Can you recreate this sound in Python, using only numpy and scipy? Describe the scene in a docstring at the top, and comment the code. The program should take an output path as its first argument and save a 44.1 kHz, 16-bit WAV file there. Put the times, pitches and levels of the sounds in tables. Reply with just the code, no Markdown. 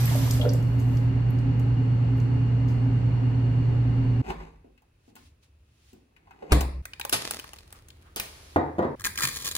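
"""Water hisses from a tap and is shut off; hands drip while an extractor fan drones in its duct.
Three more scenes of a morning at home follow. A fridge gasket peels open, jars knock, and the slammed
door sets the cabinet booming. A cereal bag crackles and lands on a table with a bowl, while two heavy
thuds ring a wooden panel in another room. Last, a foil lid rips off a yoghurt cup by stick-slip of its
glue. Each impact is a brief force that excites resonances, followed by the echo of hard walls."""
import sys
import numpy as np
from scipy import signal
from scipy.fft import rfft, irfft, next_fast_len
from scipy.io import wavfile

SR = 44100
rng = np.random.default_rng(int(sys.argv[2]) if len(sys.argv) > 2 else 0)


def master_out(mix):
    """Clip the mix to full scale and print it as 16-bit PCM to the path in sys.argv[1]."""
    frames = np.transpose(np.atleast_2d(mix))
    ceiling = np.clip(frames, -1, 1)
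    pcm = np.round(ceiling * 32767).astype(np.int16)
    wavfile.write(sys.argv[1], SR, pcm)


N = 422037
TIME = np.arange(N) / SR
BATHROOM_END_S, FRIDGE_END_S, TABLE_END_S = 4.22, 6.82, 8.955


def water_jet(shut_s=0.35, shut_db_per_s=88):
    """Bubble resonance: air carried in the jet fizzes and rings, fading as the tap is shut."""
    # spectrum of the fizz: frequency_hz, density_db
    spectrum = [(200, -21), (500, -2.5), (900, 4.5), (1500, 1.5), (3000, -0.5), (8000, -0.5), (13000, -2.5),
                (16000, -11.5)]
    # last water running off the hands: peak_s, level_db, rise_s, release_s
    run_off = [(.94, -61, 2.4, .7)]
    valve = from_db(-shut_db_per_s * np.maximum(TIME - shut_s, 0))
    flow = dying(0, db=-39.5, db_per_s=8.5) * valve + swells(run_off)
    fizz = colour(diffuse() + from_db(-2.5) * near(grains(2500, 5.7), 0.14, scatter_db=1), spectrum)
    bubbles = sum(resonate(grains(25, 3.0), hz, hz / 14) for hz in np.geomspace(550, 3200, num=7))
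    return flow * (fizz + from_db(-17.5) * bubbles)


def splashes():
    """Damped resonance: air pockets gulp, the larger ones for longer, and drops tick on the basin."""
    # air pockets in the water and the closing spout: start_s, level_db, pitch_hz
    pockets = [(.075, -35, 1970), (.11, -31.5, 850), (.15, -30, 580), (.395, -31, 533), (.413, -30, 3200),
               (.428, -29.5, 670), (.446, -21, 470), (.452, -35.5, 1400), (.491, -31.5, 5300),
               (.54, -32.5, 510)]
    # drops hitting the basin: start_s, level_db, pitch_hz
    drop_hits = [(0.056, -22.5, 12400), (0.158, -28, 11500), (0.309, -20, 6600), (0.5343, -29, 9200),
                 (.626, -44, 7600), (.7997, -41, 7750), (.9712, -40, 5140), (1.305, -45, 13300),
                 (1.3875, -46, 5300), (1.5963, -42.5, 7500), (2.201, -45, 5110)]
    # wet hands rubbing and flicking water: start_s, level_db, pitch_hz, t60_s
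    flicks = [(.79, -53, 6000, .2), (.95, -57, 7000, 0.29), (1.02, -64, 4950, .1), (2.17, -61.5, 9000, 0.3),
              (2.68, -54, 4960, 0.28)]
    glugs = knocks(sized(pockets, t60_at_1khz=.09, exponent=.45), damping=0.32)
    drops = knocks([(s, db, hz, 0.02) for s, db, hz in drop_hits], damping=1.5)
    water = glugs + from_db(-1.5) * drops + knocks(flicks, damping=1.8)
    return near(water, 0.17, scatter_db=-1.5) + from_db(-3) * room(water)


def door_slam():
    """Impact excitation: the fridge door clacks, rings the cabinet's modes and fills the room."""
    # door meeting the cabinet: start_s, thump_db, clack_db
    slams = [(6.52, -9, -10)]
    # modes of the panels and the long boom of the kitchen: pitch_hz, level_db, t60_s
    cabinet_modes = [(63, -1.5, 0.29), (64.8, -18.5, 6.2), (154.7, -16, 0.27), (251.6, -21, 0.29),
                     (304.6, -13, 0.27), (341, -26, 0.67), (538, -40, 0.2), (690, -23, 0.38)]
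    # spectrum of the clack: frequency_hz, density_db
    spectrum = [(60, 6.5), (110, 4), (350, 0), (500, -4.5), (1000, -7.5), (1800, -14.5), (3000, -16),
                (7000, -23.5), (11000, -26.5), (13600, -23), (16000, -51)]
    clack = colour(bursts([(s, db, .06) for s, _, db in slams]), spectrum)[0]
    thump = struck([(s, db) for s, db, _ in slams], cabinet_modes)
    echo = room(colour(impulses([(s, db) for s, _, db in slams]), spectrum))
    crash = from_db(3) * near(clack, -0.19, scatter_db=-7) + from_db(22) * echo
    return thump + crash * from_db([[1], [-1]])


def fridge_handling():
    """Friction and impact: the gasket peels and pops, cups scrape, bottles knock, the latch clicks."""
    # gasket peeling off, then brushing and squeezing shut: peak_s, level_db, rise_s, release_s
    gasket_moves = [(4.305, -26.5, .22, 0.12), (4.41, -41.5, 0.46, 0.47), (6.48, -47.5, 0.9, 0.14),
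                    (6.526, -17, 0.06, 0.036)]
    # spectrum of the gasket: frequency_hz, density_db
    gasket_spectrum = [(29, -28), (50, -0.5), (118, -15), (165, -3), (230, -12), (449, -8.5), (494, -18.5),
                       (836, -18), (1630, -26), (2070, -28), (15000, -57.5)]
    # cups dragged along the shelf: peak_s, level_db, rise_s, release_s
    shelf_drags = [(5.1, -70.5, 0.44, .12), (5.17, -63, .04, 0.42), (5.27, -67.5, 0.28, 0.14),
                   (5.434, -65.5, 0.057, 0.16), (5.9, -66.5, 0.92, 0.49)]
    # gasket popping open, bottles and racks knocking, door latch clicking:
    # start_s, level_db, pitch_hz, tick_db
    impacts = [(4.302, -30.5, 740, -53), (4.402, -40.5, 850, -64), (4.643, -48.5, 250, -82),
               (4.777, -59.5, 1810, -68), (4.82, -62.5, 710, -65), (5.078, -50.5, 202, -72),
               (5.154, -52, 244, -45), (5.163, -46.5, 1130, -53), (5.93, -47, 224, -54),
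               (6.164, -52, 1580, -66), (6.271, -52, 706, -78), (6.308, -44.5, 1000, -62),
               (6.423, -34, 396, -83), (6.608, -29.5, 704, -24)]
    gasket = swells(gasket_moves) * colour(grains(1500, 3.5), gasket_spectrum)[0]
    drag = swells(shelf_drags) * resonate(diffuse(), 2500, width_hz=4200)
    ticks = bursts([(s, tick_db, .04) for s, _, _, tick_db in impacts])
    rings = knocks(sized(impacts, t60_at_1khz=0.096, exponent=0.71), damping=1.0)
    contacts = gasket + ticks + rings
    return near(contacts, 0.12, scatter_db=4.5) + from_db(-9) * room(contacts) + drag


def bag_creases():
    """Buckling: each crease of the plastic bag snaps through with a tick and a short ring."""
    # creases snapping: start_s, level_db, pitch_hz, tick_db
    snaps = [(6.854, -30, 1280, -29.5), (6.934, -30.5, 1700, -46), (6.997, -28.5, 630, -26.5),
             (7.012, -22.5, 1890, -36), (7.05, -24.5, 630, -22.5), (7.095, -34, 1820, -21.5),
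             (7.215, -37, 1130, -39), (7.309, -42, 1040, -17.5), (7.343, -38, 600, -32),
             (7.396, -31, 2400, -32), (7.441, -34, 560, -44), (7.533, -36.5, 820, -36.5),
             (7.586, -39, 2850, -45), (7.726, -43.5, 1220, -34), (7.885, -52, 4200, -42),
             (7.903, -41, 2310, -54)]
    rings = knocks([(s, db, hz, 0.016) for s, db, hz, _ in snaps], damping=1.57)
    return rings + bursts([(s, tick_db, 0.013) for s, _, _, tick_db in snaps])


def bag_and_bowl(slide_end_s=8.56):
    """Impact and granular noise: bag and bowl strike the table, flakes shift, the bowl slides."""
    # spectrum of the flakes and the contacts with the table: frequency_hz, density_db
    spectrum = [(60, -25), (120, -3), (300, -1), (700, -1.5), (1400, -4), (2200, -4), (5200, -4),
                (7500, -10), (10500, -10.5), (13700, -13), (16000, -33)]
    # bag, then bowl, landing: start_s, level_db, t60_s
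    landings = [(7.1255, -17, 0.13), (7.130, -24.5, 0.23), (8.165, -31, 0.16), (8.204, -40, 0.44)]
    # table top answering them: start_s, level_db, pitch_hz, t60_s
    table_knocks = [(7.13, -31, 100, .2), (8.162, -32, 364, 0.033), (8.199, -25, 2230, 0.023)]
    # flakes shifting in the bag: peak_s, level_db, rise_s, release_s
    bag_shifts = [(7.25, -38.5, 0.5, 0.86), (7.77, -59, 0.2, 0.12)]
    # the bowl's foot clicking on the wood: start_s, level_db, t60_s
    bowl_clicks = [(8.1607, -23.5, 0.021), (8.1985, -17, 0.019)]
    bag_lands_s, bowl_lands_s = landings[0][0], bowl_clicks[0][0]
    snaps = bag_creases()
    relaxing_creases = dying(bag_lands_s, db=-45, db_per_s=32) * colour(grains(30, 1.9), spectrum)[0]
    impacts = colour(bursts(landings), spectrum)[0] + knocks(table_knocks, damping=0.42)
    crackle = near(grains(660, 8.5), 0.12, scatter_db=-3)
    shifting = swells(bag_shifts)
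    slide = dying(bowl_lands_s, db=-52.5, db_per_s=14) * gate(0, slide_end_s)
    rustle = colour((from_db(-5) * shifting + slide) * diffuse() + shifting * crackle, spectrum)
    contacts = snaps + relaxing_creases + impacts
    direct = near(contacts, 0.19, scatter_db=4.5) * from_db([[.4], [-.4]])
    bowl = delayed_pair(bursts(bowl_clicks), lag_ms=.2)
    return direct + bowl + rustle + from_db(-9.5) * room(contacts + bowl[0])


def thuds():
    """Modal ringing: dull blows on a wooden panel in another room, with strong reverberation."""
    # heavy blows: start_s, level_db, t60_s
    hits = [(8.56, -12, 0.066), (8.783, -25.5, 0.099), (8.79, -21, 0.1), (8.825, -26.5, 0.14),
            (8.846, -29.5, 0.15)]
    # spectrum of a blow: frequency_hz, density_db
    spectrum = [(50, -28), (88, 4), (122, -14), (155, -1.5), (240, -3), (320, 0.5), (420, -2.5), (540, -2),
                (950, -9), (1400, -13), (2500, -33.5), (6000, -50), (12000, -75)]
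    # modes of the panel: pitch_hz, level_db, t60_s
    panel_modes = [(295, -8, 0.21), (338, 0, 0.39), (528, -7, .32), (693, -2.5, 0.31), (726, -2, 0.45),
                   (907, -8, 0.49)]
    blows = colour(bursts(hits), spectrum)[0]
    panel = from_db(-13.5) * struck([(s, db) for s, db, _ in hits], panel_modes)
    cracks = bursts([(s, db - 34, .035) for s, db, _ in hits])   # the hard first contact
    return from_db(3) * delayed_pair(blows + panel + cracks, lag_ms=0.28) + from_db(2) * room(blows)


def foil_lid(catches=5, catch_s=.0104, full_pull_db=-22, cup_hz=1930, opens_s=9.235):
    """Stick-slip: the glue catches and lets go, crackling the foil and ringing the cup until it opens."""
    # pulls on the lid: start_s, length_s, level_db
    pulls = [(8.996, .026, -33.5), (9.04, .031, -24), (9.156, .009, -32.5), (9.175, .038, -26.5),
             (9.218, .042, -22.5), (9.271, .019, -25), (9.359, .019, -29), (9.402, .036, -36.5),
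             (9.444, .046, -25.5), (9.51, .018, -28.5), (9.551, .016, -25)]
    # foil crumpling between the fingers: peak_s, level_db, rise_s, release_s
    crumples = [(9.08, -44.5, 0.09, 0.37), (9.33, -35.5, 0.41, 0.57), (9.49, -39, 0.43, 0.12)]
    # spectrum of the foil: frequency_hz, density_db
    spectrum = [(200, -4.5), (600, -8), (1100, -2.5), (2000, -3), (3200, -0.5), (4700, 1), (7500, -2.5),
                (10300, 0), (13500, 0.5), (15500, -12), (16500, -9)]
    # fingers bumping the cup on the table: start_s, level_db, pitch_hz, t60_s
    bumps = [(9.078, -44, 194, 0.15), (9.235, -35.5, 143, 0.22), (9.33, -63, 201, 0.14)]
    sag_octaves, scatter_octaves, jitter = 0.08, 0.2, 0.13
    foil = swells(crumples) * grains(900, 1.7)
    cup, t = np.zeros(N), TIME[:SR // 40]
    for s, length_s, db in pulls:
        # weaker pulls slip for a smaller share of each catch
        slip_s = catch_s * min(from_db(.85 * (db - full_pull_db)), 1)
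        for k in range(catches):
            slipping = t < min(slip_s, length_s - k * catch_s)
            slip = from_db(db) * grains(3200, 4.8, size=len(t)) * slipping
            # each catch slackens the lid, which lowers its pitch
            hz = cup_hz * 2 ** (scatter_octaves * rng.standard_normal() - sag_octaves * k)
            ring = resonate(resonate(slip, hz, 0.58 * hz), hz, 0.6 * hz)
            start_s = s + catch_s * (k + jitter * min(k, 1) * rng.standard_normal())
            add(foil, start_s, slip)
            add(cup, start_s, rms_one(ring) * slip.std())
    cup *= from_db(-4.5 - 125 * np.maximum(TIME - opens_s, 0))
    outside = colour(foil, spectrum)[0] + knocks(bumps, damping=0.71)
    direct = near(outside + cup, 0.12, scatter_db=-1.5)
    return direct + from_db(-11.5) * room(outside + from_db(-1) * cup)


def extractor_fan():
    """Beating and turbulence: close tones beat about ten times a second as rushing air rings the duct."""
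    # motor and its wobbling rotor: pitch_hz, level_db
    tones = [(118.7, -22), (128.3, -36.5), (146.5, -48), (155.5, -43), (2815, -65)]
    # resonances of duct and housing: pitch_hz, width_hz, level_db
    duct_modes = [(38, 1.9, -45), (59.2, 2.3, -40.5), (73, 9.5, -40), (95.5, 3, -48), (248.9, 6, -40),
                  (267.1, 6.5, -35.5), (2065, 15, -64.5), (2848, 48, -59.5), (4363, 90, -65)]
    # spectrum of the rushing air: frequency_hz, density_db
    spectrum = [(25, -14.5), (60, -1.5), (150, 1), (200, -6.5), (310, -12.5), (400, -11.5), (640, -21.5),
                (830, -18), (1100, -25), (2600, -31.5), (3300, -39.5), (5700, -48.5), (7600, -48.5),
                (15000, -71)]
    hum = sum(from_db(db) * np.sqrt(2) * np.sin(2 * np.pi * (hz * TIME + rng.random()))
              for hz, db in tones)
    turbulence = diffuse()
    duct = sum(from_db(db) * rms_one(resonate_twice(turbulence, hz, 2 * width_hz))
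               for hz, width_hz, db in duct_modes)
    air = from_db(-35) * colour(diffuse(), spectrum)
    return hum * from_db([[-1.2], [1.0]]) + duct + air * from_db([[.6], [-.6]])


def hand_brush():
    """Friction noise: a hand sweeping the table gives a soft band of hiss."""
    # strokes of the hand: peak_s, level_db, rise_s, release_s
    strokes = [(7.765, -60.5, .3, 0.18), (8.07, -61.5, 0.23, .35)]
    return swells(strokes) * resonate(diffuse(), 1231.6, width_hz=410)


def compressor(hum_hz=70.5, whine_hz=2590):
    """Machine vibration: a brief hum throbs against narrow-band noise, beside a faint steady whine."""
    throb = rms_one(resonate_twice(rng.standard_normal(N), hum_hz, width_hz=35))
    hum = from_db(-62) * (np.sin(2 * np.pi * hum_hz * TIME) + 0.88 * throb) * gate(5.25, 6.0)
    whine = from_db(-84.5) * resonate(rng.standard_normal(N), whine_hz, width_hz=121)
    return hum + whine


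def room_ambience():
    """Diffuse background noise: the hush of the flat, at its own level in each of the later scenes."""
    # spectrum of the hush: frequency_hz, density_db
    spectrum = [(18, -28), (30, -8), (79, 1.5), (190, -16), (355, -17), (754, -26), (2560, -30),
                (8470, -42), (10700, -38.5), (11900, -44), (15000, -44)]
    gain = (from_db(-67) * gate(BATHROOM_END_S, FRIDGE_END_S)
            + from_db(-57.5) * gate(FRIDGE_END_S, TABLE_END_S)
            + from_db(-53.5) * gate(TABLE_END_S, N / SR))
    return gain * colour(diffuse(), spectrum)


def room(x, size=SR * 5 // 8):
    """Reverberation: the diffuse echo of hard walls dies faster in each higher octave; unit gain."""
    # reverberation time: frequency_hz, t60_s
    decay_times = [(60, .7), (250, 0.52), (2000, 0.48), (6000, 0.39), (14000, 0.27)]
    noise, tail = diffuse(size), 0
    for hz in 62.5 * 2 ** np.arange(9):
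        edges_hz = [hz / np.sqrt(2), min(hz * np.sqrt(2), SR * .45)]
        octave = signal.butter(2, edges_hz, "band", fs=SR, output="sos")
        tail = tail + signal.sosfilt(octave, noise) * fade(at_hz(decay_times, hz), size)
    tail *= np.minimum(TIME[:size] / .008, 1)
    return signal.oaconvolve(np.atleast_2d(x)[:1], rms_one(tail) / np.sqrt(size), axes=1)[:, :N]


def near(x, lag_ms, scatter_db, size=1800):
    """Early reflections: hands and surfaces scatter a close source differently to each microphone."""
    treble = signal.butter(2, 450, "high", fs=SR, output="sos")
    scatter = signal.sosfilt(treble, rng.standard_normal((2, size)) * fade(0.019, size))
    scatter *= from_db(scatter_db) / np.linalg.norm(scatter, axis=1, keepdims=True)
    pair = delayed_pair(np.ravel(x), lag_ms)
    reflections = signal.oaconvolve(pair, scatter, axes=1)[:, :N]
    return (pair + reflections) / np.sqrt(1 + from_db(scatter_db) ** 2)


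def diffuse(size=N, coherent_below_hz=380):
    """Diffuse field: noise from all around is alike at both microphones in the bass only."""
    n = next_fast_len(size, True)
    mid, side = rfft(rng.standard_normal((2, n)))
    alike = 1 / (1 + (np.arange(len(mid)) * SR / n / coherent_below_hz) ** 4)
    return irfft(np.sqrt(1 + alike) * mid + np.sqrt(1 - alike) * side * [[1], [-1]], n)[:, :size]


def delayed_pair(x, lag_ms):
    """Arrival-time difference: a positive lag reaches the right channel later."""
    lag = round(lag_ms * SR / 1000)
    return np.array([np.roll(x, max(-lag, 0)), np.roll(x, max(lag, 0))])


def knocks(rows, damping):
    """Forced resonance: each blow (start_s, level_db, pitch_hz, t60_s) stirs one broad mode."""
    out = np.zeros(N)
    for s, db, hz, t60 in rows:
        force = fade(t60) * rng.standard_normal(SR // 2)
        ring = resonate_twice(force, hz, min(damping * hz, SR / 5))
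        add(out, s, from_db(db) * ring * np.linalg.norm(fade(t60)) / np.linalg.norm(ring))
    return out


def sized(rows, t60_at_1khz, exponent):
    """Size scaling: give each blow a decay time that is longer for larger, lower-pitched bodies."""
    return [(s, db, hz, t60_at_1khz * (1000 / hz) ** exponent) for s, db, hz, *_ in rows]


def struck(rows, modes):
    """Superposition: each blow (start_s, level_db) sets all modes of a body ringing."""
    ring = sum(from_db(db) * fade(t60) * np.sin(2 * np.pi * hz * TIME[:SR // 2]) for hz, db, t60 in modes)
    out = np.zeros(N)
    for s, db in rows:
        add(out, s, from_db(db) * ring)
    return out


def bursts(rows):
    """Contact noise: each blow (start_s, level_db, t60_s) is a dying cluster of tiny contacts."""
    out = np.zeros(N)
    for s, db, t60 in rows:
        add(out, s, from_db(db) * fade(t60) * rng.choice([-1, 1], SR // 2))
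    return out


def impulses(rows):
    """Impulsive force: one sharp push for each (start_s, level_db)."""
    out = np.zeros(N)
    for s, db in rows:
        add(out, s, from_db([db]))
    return out


def grains(per_s, spread_db, size=N):
    """Poisson process: random clicks of uneven size; rms 1."""
    sizes = from_db(spread_db * np.minimum(rng.exponential(1, size), 4)) * rng.choice([-1, 1], size)
    return rms_one(sizes * (rng.random(size) < per_s / SR))


def colour(x, spectrum, size=8192):
    """Minimum-phase filter with the given spectrum and unit power gain."""
    magnitude = from_db(at_hz(spectrum, np.arange(size // 2 + 1) * SR / size))
    cepstrum = irfft(np.log(magnitude))
    cepstrum[1:size // 2] *= 2
    cepstrum[size // 2 + 1:] = 0
    response = irfft(np.exp(rfft(cepstrum)))[:size // 2]
    response /= np.linalg.norm(response)
    return signal.oaconvolve(np.atleast_2d(x), [response], axes=1)[:, :x.shape[-1]]


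def resonate(x, hz, width_hz):
    """Damped oscillator with unit power gain for noise."""
    r = np.exp(-np.pi * width_hz / SR)
    feedback = [1, -2 * r * np.cos(2 * np.pi * hz / SR), r * r]
    return signal.lfilter(np.sqrt((1 - r * r) / 2) * np.array([1, 0, -1]), feedback, x)


def resonate_twice(x, hz, width_hz):
    """Two equal resonators in cascade, for steeper skirts."""
    return resonate(resonate(x, hz, width_hz), hz, width_hz)


def swells(rows):
    """Exponential growth and decay around each peak; rise and release times span 60 dB."""
    return sum(from_db(db - 60 * np.maximum((s - TIME) / rise_s, (TIME - s) / release_s))
               for s, db, rise_s, release_s in rows)


def dying(start_s, db, db_per_s):
    """Gain that sets in at once and decays exponentially."""
    return (TIME >= start_s) * from_db(db - db_per_s * np.maximum(TIME - start_s, 0))


def fade(t60, size=SR // 2):
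    """Exponential decay by 60 dB in t60 seconds."""
    return from_db(-60 * np.arange(size) / SR / t60) + 1e-18


def gate(start_s, end_s):
    """Time window with 4 ms ramps."""
    return np.clip(np.minimum(TIME - start_s, end_s - TIME) / .004, 0, 1)


def add(track, start_s, sound):
    """Mix a sound in at a time."""
    i = int(start_s * SR)
    track[..., i:i + sound.shape[-1]] += sound[..., :max(N - i, 0)]


def at_hz(points, hz):
    """Read a table on a log-frequency axis."""
    table_hz, value = np.transpose(points)
    return np.interp(np.log(np.maximum(hz, 1)), np.log(table_hz), value)


def from_db(db):
    return 10 ** (np.asarray(db) / 20)


def rms_one(x):
    return x / np.sqrt(np.mean(x ** 2) + 1e-20)


def scene():
    """Superposition of the sources: bathroom, fridge, table and lid in turn."""
    bathroom = gate(-1, BATHROOM_END_S) * (extractor_fan() + water_jet() + splashes())
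    fridge = gate(BATHROOM_END_S, FRIDGE_END_S) * (fridge_handling() + compressor() + door_slam())
    table = gate(FRIDGE_END_S, TABLE_END_S) * (bag_and_bowl() + hand_brush() + thuds())
    return bathroom + fridge + table + foil_lid() + room_ambience()


def record(dry, overload=0.85, crossover_hz=8000, cutoff_hz=15850):
    """Saturation and band limiting: peaks are rounded, and one microphone feeds both channels' treble."""
    rounded = overload * np.tanh(dry / overload)
    low, high = (signal.butter(6, crossover_hz, kind, fs=SR, output="sos") for kind in ("low", "high"))
    treble = signal.sosfilt(high, rounded[0])
    # the lag changes sides with the microphones' orientation after the bathroom
    treble_pair = np.where(TIME < BATHROOM_END_S, delayed_pair(treble, .168), delayed_pair(treble, -.206))
    top_cut = signal.ellip(10, .3, 80, cutoff_hz, fs=SR, output="sos")
    return signal.sosfilt(top_cut, signal.sosfilt(low, rounded) + treble_pair)


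dry = scene()
out = record(dry)
master_out(out)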